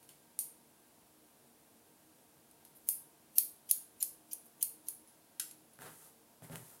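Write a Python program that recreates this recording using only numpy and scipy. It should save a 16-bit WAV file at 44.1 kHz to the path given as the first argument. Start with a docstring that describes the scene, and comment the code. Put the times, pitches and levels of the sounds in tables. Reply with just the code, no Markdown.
"""Faint ticks of steel, then a first snip: hairdressing scissors, close to one microphone in a small room.
After a pause seven more snips cut a lifted section of hair, each a short rasp of sliding blades that
ends in a bright click; the room rings on. The loose handles clack, then a comb knocks on the hollow
practice head and is drawn twice through the hair. Far back in the quiet, a fan hums faintly."""
import sys
import numpy as np
from scipy import signal
from scipy.fft import rfft, irfft
from scipy.io import wavfile

SR = 44100
rng = np.random.default_rng(int(sys.argv[2]) if len(sys.argv) > 2 else 0)


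def to_wav(s):
    """Save 16-bit WAV."""
    ch = np.atleast_2d(s).T  # columns
    pcm = np.round(np.clip(ch, -1, 1) * 32767)  # PCM
    wavfile.write(sys.argv[1], SR, pcm.astype(np.int16))


N = 299880
TIME = np.arange(N) / SR
BINS = abs(np.fft.fftfreq(4096, 1 / SR))  # frequencies of every filter curve, in Hz


# Snips, close to the microphone. Each row: moment the blades shut in seconds, click level in dB, blade
# pitch in Hz, room and ring relative to the click in dB, shelf above 12 kHz in dB, cutting time in
# seconds, rasp of the edges in dB, crunch of the hair in dB.
SNIPS = [ (0.3902, -27, 8870, 0, -7, 0.0027, -56, -74), (2.8879, -21.5, 11500, -0.5, 1, 0.021, -52.5, -83),
         (3.383, -14, 12120, -6, 4, .029, -43, -61.5), (3.7118, -16, 10950, -7.5, 3.5, 0.024, -40.5, -54.5),
         (4.027, -22, 10750, -6.5, -3, .026, -45, -50), (4.3321, -31, 10240, -8, -3, 0.023, -51, -55),
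         (4.627, -20.5, 10750, -5.5, 1, 0.018965, -48, -53),
         (4.885, -30, 10600, -3.5, -0.5, .019, -57, -63)]
# Light touches of the blades. Each row: start in seconds, level in dB, blade pitch in Hz, room and ring
# relative to the touch in dB.
TICKS = [(0.029, -58, 11800, 1), (0.0914, -51.5, 3180, 2), (2.5118, -57, 9830, -12),
         (2.6504, -51.5, 12100, -2), (5.0749, -58, 10800, 5.5), (5.5111, -46, 11090, -4),
         (5.734, -59, 10900, 2)]
# The ring of the blades. Each row: frequency in Hz, relative level in dB, time to fall 60 dB in seconds.
BLADE_MODES = [(6575, -26.5, .18), (8800, -8, 0.3), (9000, -8, 0.25), (9700, -1, .25), (10356, -1, 0.18),
               (10734, -5, 0.33), (11000, -1, .28), (11970, -30, 0.21), (12100, -15, 0.28),
               (12400, -16.5, 0.27), (13090, 3, 0.2), (15000, -16, .19)]

def blade_clicks(chatter_s=0.00053, ring_db=-35, shiver_db=-16, shiver_t60=0.07, echo_db=-8.5):
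    """The blades hit their stop, shiver and ring. Returns the close sound and what goes to the room."""
    t = np.arange(SR // 2) / SR
    near, to_room = np.zeros(N), np.zeros(N)
    hits = [(*row[:5], 1, 8) for row in SNIPS] + [(*row, -9, 9, 12) for row in TICKS]
    for start, db, pitch_hz, room_db, top_db, body_db, emphasis_db in hits:
        flex_db = hump(4570, 1700, 1.04 * max(db + 22, 0))  # a snip above -22 dB flexes the whole blade
        curve_db = steel(body_db, top_db) + flex_db + contact_ripple(depth_db=1.9, width_hz=170)
        pitched_db = curve_db + hump(pitch_hz, 380, emphasis_db)
        shiver = unit_rms(colour(rng.standard_normal(len(t)), pitched_db))
        shiver *= gain_of(shiver_db - 60 * t / shiver_t60)
        click = contact(pitched_db, t, chatter_s)
        ringing = gain_of(room_db + ring_db) * ring(BLADE_MODES, t)
        add(near, start, gain_of(db) * (click + shiver + ringing))
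        for delay_s in (0.0027, 0.0039):  # small surfaces nearby return mostly treble
            echo = contact(steel(body_db - 9, top_db), t, chatter_s)
            add(near, start + delay_s, gain_of(db + echo_db) * echo)
        add(to_room, start, gain_of(db + room_db) * contact((curve_db + pitched_db) / 2, t, chatter_s))
    return near, to_room


# The colour of the steel from close by. Each row: frequency in Hz, relative level in dB.
STEEL_SPECTRUM = [(300, -41), (1000, -44.5), (1600, -43.5), (2500, -22), (3500, -29), (4200, -22),
                  (5600, -19), (7800, -16.5), (8800, -10.5), (10600, -3), (12000, -9.5), (13500, -3.5),
                  (14300, -7), (16000, -16.5)]
# Broad resonances of the blades. Each row: centre in Hz, half width in Hz, gain in dB.
STEEL_RESONANCES = [(2404, 130, -8), (4330, 140, 4), (5380, 310, 1), (6620, 190, 7), (8920, 140, 7.5),
                    (10980, 135, 4), (12560, 600, 4.5)]

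def steel(body_db, top_db):
    """The resonant blades as a curve in dB, with shelves below 8 kHz (body) and above 12 kHz (top)."""
    shelves = curve([(1400, 2.6 * body_db), (5000, body_db), (9000, 0), (11500, 0.0088), (14500, top_db)])
    return curve(STEEL_SPECTRUM) + sum(hump(*row) for row in STEEL_RESONANCES) + shelves


# The blades are drawn open between snips. Each row: start in seconds, level in dB.
OPENINGS = [(2.748, -61.5), (4.443, -63)]

def blade_slides(glide_s=0.036, glide_db=-69, overrun_s=0.0025, opening_s=0.032):
    """The blades glide up to the hair, then crunch and rasp to the click; twice they whisper open."""
    out = np.zeros(N)
    for shut, *_, cut_s, rasp_db, crunch_db in SNIPS:
        edges = gain_of(rasp_db) * edge_rasp(cut_s + overrun_s, growth_db=14)
        hair = gain_of(crunch_db) * hair_crunch(cut_s + overrun_s)
        add(out, shut - cut_s, edges + hair)
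        if cut_s > 0.01:  # a nip with the very tips has no run-up
            glide = edge_rasp(glide_s + overrun_s, growth_db=8)
            add(out, shut - cut_s - glide_s, gain_of(glide_db) * glide)
    for start, db in OPENINGS:
        add(out, start, gain_of(db) * edge_rasp(opening_s, growth_db=6))
    return out


def edge_rasp(length_s, growth_db):
    """Edge grinds on edge, harder as the blades move on."""
    snaps, travel = friction(length_s, steel(body_db=-0.86, top_db=0.885))
    return unit_rms(snaps * gain_of(growth_db * travel) * signal.windows.tukey(len(snaps), 0.2))


# Hair parting between the blades. Each row: frequency in Hz, relative level in dB.
CRUNCH_SPECTRUM = [(1000, -51), (2200, -11), (3000, -3), (4500, -9), (6500, 2.5), (8000, -3.5),
                   (10000, -10), (15000, -11)]

def hair_crunch(length_s, bite=0.37):
    """The hair gives way early in the cut, loudest near the fraction `bite` of the travel."""
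    snaps, travel = friction(length_s, curve(CRUNCH_SPECTRUM))
    return unit_rms(snaps * travel * np.exp(-travel / bite) * (1 - travel ** 4))


# The handles, near the microphone, loudest as the scissors are folded into the hand.
# Each row: start in seconds, level in dB, rattling time in seconds.
CLACKS = [(0.09, -55, .003), (5.397, -30, 0.01), (5.4915, -54, .002)]
# Handle striking handle. Each row: frequency in Hz, relative level in dB.
CLACK_SPECTRUM = [(500, -36), (1100, -30), (1350, -9), (2300, -16.5), (2800, -9), (5000, -5), (8500, -5),
                  (9700, 0.5), (11500, 1.5), (14000, -11.5), (16000, -16)]
# The loosely held scissors. Each row: frequency in Hz, relative level in dB, time to fall 60 dB in seconds.
SCISSOR_MODES = [(1480, -7, 0.23), (1963, 1, 0.15), (2773.3, 0.5, 0.29), (4650, -13, 0.17), (5540, 3, .18),
                 (7400, 9, 0.23), (9600, -5, .2), (11050, 2, .18), (11494, -1, .16), (12950, -9, .15),
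                 (15300, -10, .15)]

def handle_clacks(chatter_s=0.00071, bounce_s=0.0021, rattle_loss_db=27.5, ring_db=-30):
    """The loose handles bounce on each other and set the whole scissors ringing."""
    t, out = np.arange(SR // 2) / SR, np.zeros(N)
    for start, db, rattle_s in CLACKS:
        for late_s in np.arange(0, rattle_s, bounce_s):
            bounce_db = db - rattle_loss_db * (late_s / rattle_s) ** 2
            add(out, start + late_s, gain_of(bounce_db) * contact(curve(CLACK_SPECTRUM), t, chatter_s))
        add(out, start, gain_of(db + ring_db) * ring(SCISSOR_MODES, t))
    return out


# The comb lands on the practice head, close by. Each row: start in seconds, thud in dB, clack in dB,
# pitch of the clack in Hz, tick of the teeth in dB.
KNOCKS = [(5.789, -54.5, -51.5, 1600, -60), (5.8191, -71, -47, 1650, -50), (6.4219, -52.5, -52.5, 660, -68),
          (6.4979, -43, -49, 600, -70.5), (6.5567, -50.5, -44.5, 2900, -42)]
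# The hollow head. Each row: frequency in Hz, relative level in dB, time to fall 60 dB in seconds.
HEAD_MODES = [(128, 3.5, 0.1), (170, -1.5, 0.09), (245, 1, 0.097), (570, -3.5, 0.15)]

def comb_knocks(chatter_s=0.00059, thud_rise_s=0.0099, buzz_db=-8, buzz_t60=0.098):
    """The comb lands: the head thuds, the plastic clacks and the teeth tick and buzz."""
    t, out = np.arange(SR // 4) / SR, np.zeros(N)
    for start, thud_db, clack_db, pitch_hz, tick_db in KNOCKS:
        buzz = unit_rms(colour(rng.standard_normal(len(t)), curve(SWISH_SPECTRUM)))
        buzz *= gain_of(buzz_db - 60 * t / buzz_t60)
        thud = ring(HEAD_MODES, t) * (1 - np.exp(-t / thud_rise_s))
        clack = contact(curve(SCRAPE_SPECTRUM) + hump(pitch_hz, 0.28 * pitch_hz, db=12), t, chatter_s)
        tick = contact(curve(SWISH_SPECTRUM), t, chatter_s) + buzz
        add(out, start, gain_of(thud_db) * thud + gain_of(clack_db) * clack + gain_of(tick_db) * tick)
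    return out


# Two strokes with a brief touch between them. Each row: start in seconds, time pressed on the head in
# seconds, time drawn in seconds, rubbing of the head in dB, scrape of the teeth in dB.
STROKES = [(5.791, 0.078, .28, -53, -56.5), (6.417, 0.029, 0.02, -50, -60.5), (6.5, 0.05, 0.25, -48, -58)]
# The rubbed head, scraping teeth and swishing hair. Each row: frequency in Hz, relative level in dB.
RUB_SPECTRUM = [(40, -26), (85, -14), (120, -0.5), (165, 0.5), (250, -12), (400, -12), (900, -45)]
SCRAPE_SPECTRUM = [(200, -16), (470, 2), (600, 1.5), (850, 3.5), (1080, -3.5), (1330, 0.5), (1900, -3),
                   (2300, -7.5), (3000, -8), (4200, -11), (9000, -31)]
SWISH_SPECTRUM = [(1000, -36), (3500, -14), (7000, -4.5), (10500, 1.5), (12500, -0.5), (16000, -9)]

def comb_strokes(drag_db=-71, swish_db=-61, pressed_swish_db=-60.5, rub_fade_db_per_s=118):
    """Teeth first press on the head, rubbing and catching on strands, then swish on through free hair."""
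    rub = noise(RUB_SPECTRUM)
    scrape = unit_rms(colour(grains(N, per_s=2000, spread_db=0.5), curve(SCRAPE_SPECTRUM)))
    swish = unit_rms(colour(grains(N, per_s=14000, spread_db=1.5), curve(SWISH_SPECTRUM)))
    out = np.zeros(N)
    for start, press_s, draw_s, rub_db, scrape_db in STROKES:
        t = np.maximum(TIME - start, 0)
        pressed, drawn = comb_grip(t, press_s), comb_grip(t, draw_s)
        out += rub * drawn * gain_of(rub_db - rub_fade_db_per_s * t)
        out += scrape * np.hypot(gain_of(scrape_db) * pressed, gain_of(drag_db) * drawn)
        out += swish * np.hypot(gain_of(pressed_swish_db) * pressed, gain_of(swish_db) * drawn)
    return out


def comb_grip(t, hold_s, attack_s=0.023, lift_db_per_s=223):
    """The level rises as the teeth sink in, holds, and falls as they let go."""
    return np.clip(t / attack_s, 0, 1) * gain_of(-lift_db_per_s * np.maximum(t - hold_s, 0))


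def room(x, first_s=0.0039, build_s=0.00042):
    """Dense reflections off the walls of a small room; bass and high treble die soonest."""
    hz, t, spectra = signal.stft(rng.standard_normal(SR // 2), SR, nperseg=256)
    t60 = curve([(200, 0.18), (4000, 0.34), (10000, 0.32), (15000, 0.24)], hz)[:, None]
    level_db = curve([(200, 1.3), (1400, 2.2), (3000, -3.0), (6000, -3.5), (9500, 0.6)], hz)[:, None]
    tail = signal.istft(spectra * gain_of(level_db - 60 * t / t60), SR, nperseg=256)[1]
    tail *= 1 - np.exp(-np.maximum(TIME[:len(tail)] - first_s, 0) / build_s)
    return signal.fftconvolve(x, tail / np.linalg.norm(tail))[:N]


# A fan, far back in the room. Each row: frequency in Hz, relative level in dB.
FAN_TONES = [(145.3, -84.5), (231.5, -79.5), (312.2, -76.5), (457.6, -81), (694.4, -83.5), (925.9, -82.5),
             (1588, -87.5)]

def fan_hum(gain_db=-1, waver_hz=5):
    """The fan hums in wavering tones, each a narrow band of noise."""
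    hz, out = np.fft.rfftfreq(N, 1 / SR), np.zeros(N)
    for tone_hz, db in FAN_TONES:
        band = rfft(rng.standard_normal(N)) / (1 + ((hz - tone_hz) / waver_hz) ** 2)
        out += gain_of(db + gain_db) * unit_rms(irfft(band, N))
    return out


# The quiet room at the microphone. Each row: frequency in Hz, relative level in dB.
AIR_SPECTRUM = [(25, -33), (55, -15.5), (90, -12), (140, -9), (290, -5.5), (400, -9), (700, -9.5),
                (950, -12.5), (1200, -16.5), (2000, -20), (6500, -21.5), (10500, -16), (13000, -18.5),
                (15800, -21.5)]

def room_tone(db=-65.5):
    """Steady air in the room and the microphone's own hiss."""
    return gain_of(db) * noise(AIR_SPECTRUM)


def contact(curve_db, t, chatter_s):
    """A brief chatter of two hard surfaces, with the energy of 2 ms at rms 1."""
    swell = t / chatter_s * np.exp(-t / chatter_s)
    burst = rng.standard_normal(len(t)) * swell
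    for _ in range(2):  # so short a contact holds all frequencies alike
        flat_spectrum = np.exp(1j * np.angle(rfft(burst)))
        burst = irfft(flat_spectrum, len(t)) * np.sqrt(swell)
    burst = colour(burst, curve_db)
    return burst / np.linalg.norm(burst) * np.sqrt(0.002 * SR)


def friction(length_s, curve_db):
    """Sliding makes dense tiny snaps. Returns them and how far the blades have travelled (0-1)."""
    size = max(round(length_s * SR), 64)
    snaps = grains(size, per_s=9000, spread_db=0.5)
    return colour(snaps, curve_db + contact_ripple(depth_db=4.5, width_hz=200)), np.linspace(0, 1, size)


def contact_ripple(depth_db, width_hz):
    """Each contact point favours other resonances: a random ripple in dB at BINS."""
    hz = np.linspace(0, SR / 2, 2048)
    bell = np.exp(-((hz - hz.mean()) / width_hz) ** 2)
    ripple = signal.fftconvolve(rng.standard_normal(len(hz)), bell, "same")
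    return depth_db * unit_rms(np.interp(BINS, hz, ripple))


def ring(modes, t):
    """Decaying modes, each struck at a random phase."""
    return sum(gain_of(db - 60 * t / t60) * np.sin(2 * np.pi * (hz * t + rng.random()))
               for hz, db, t60 in modes)


def grains(size, per_s, spread_db):
    """Tiny snaps at random moments, a few larger than the rest."""
    heights = gain_of(spread_db * np.minimum(rng.exponential(1, size), 4))
    return heights * rng.standard_normal(size) * (rng.random(size) < per_s / SR)


def noise(spectrum):
    """Steady noise with the given spectrum, at rms 1."""
    gains = gain_of(curve(spectrum, np.fft.rfftfreq(N, 1 / SR)))
    return unit_rms(irfft(rfft(rng.standard_normal(N)) * gains, N))


def colour(x, curve_db):
    """Minimum-phase filter with the given gain at BINS."""
    log_gain = np.log(gain_of(np.maximum(curve_db, -100)))
    taps = np.fft.ifft(np.exp(np.conj(signal.hilbert(log_gain)))).real
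    return signal.fftconvolve(x, taps[:len(taps) // 2])[:len(x)]


def hump(hz, half_width_hz, db):
    """One broad resonance, in dB at BINS."""
    return db / (1 + ((BINS - hz) / half_width_hz) ** 2)


def curve(points, hz=BINS):
    """Joins the points on a log-frequency axis."""
    point_hz, values = np.transpose(points)
    return np.interp(np.log(hz + 1), np.log(point_hz + 1), values)


def gain_of(db):
    """Decibels to amplitude."""
    return 10 ** (np.asarray(db) / 20)


def unit_rms(x):
    """Scales to rms 1."""
    return x / np.sqrt(np.mean(x ** 2) + 1e-20)


def add(mix, start_s, sound):
    """Mixes a sound in at start_s."""
    part = mix[max(round(start_s * SR), 0):][:len(sound)]
    part += sound[:len(part)]


def scene(slide_room_db=-4, clack_room_db=-4, comb_room_db=-6):
    """Scissors and comb close to one microphone, the room and the fan behind them."""
    clicks, to_room = blade_clicks()
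    slides, clacks, comb = blade_slides(), handle_clacks(), comb_knocks() + comb_strokes()
    to_room += gain_of(slide_room_db) * slides + gain_of(clack_room_db) * clacks
    to_room += gain_of(comb_room_db) * comb
    return (clicks + slides + clacks + comb + room(to_room) + fan_hum() + room_tone())[None]


def record(dry):
    """The recorder's band ends just above 16 kHz."""
    lowpass = signal.firwin(301, 16150, window=("kaiser", 8), fs=SR)
    return signal.oaconvolve(dry, lowpass[None], "same")


dry = scene()
out = record(dry)
to_wav(out)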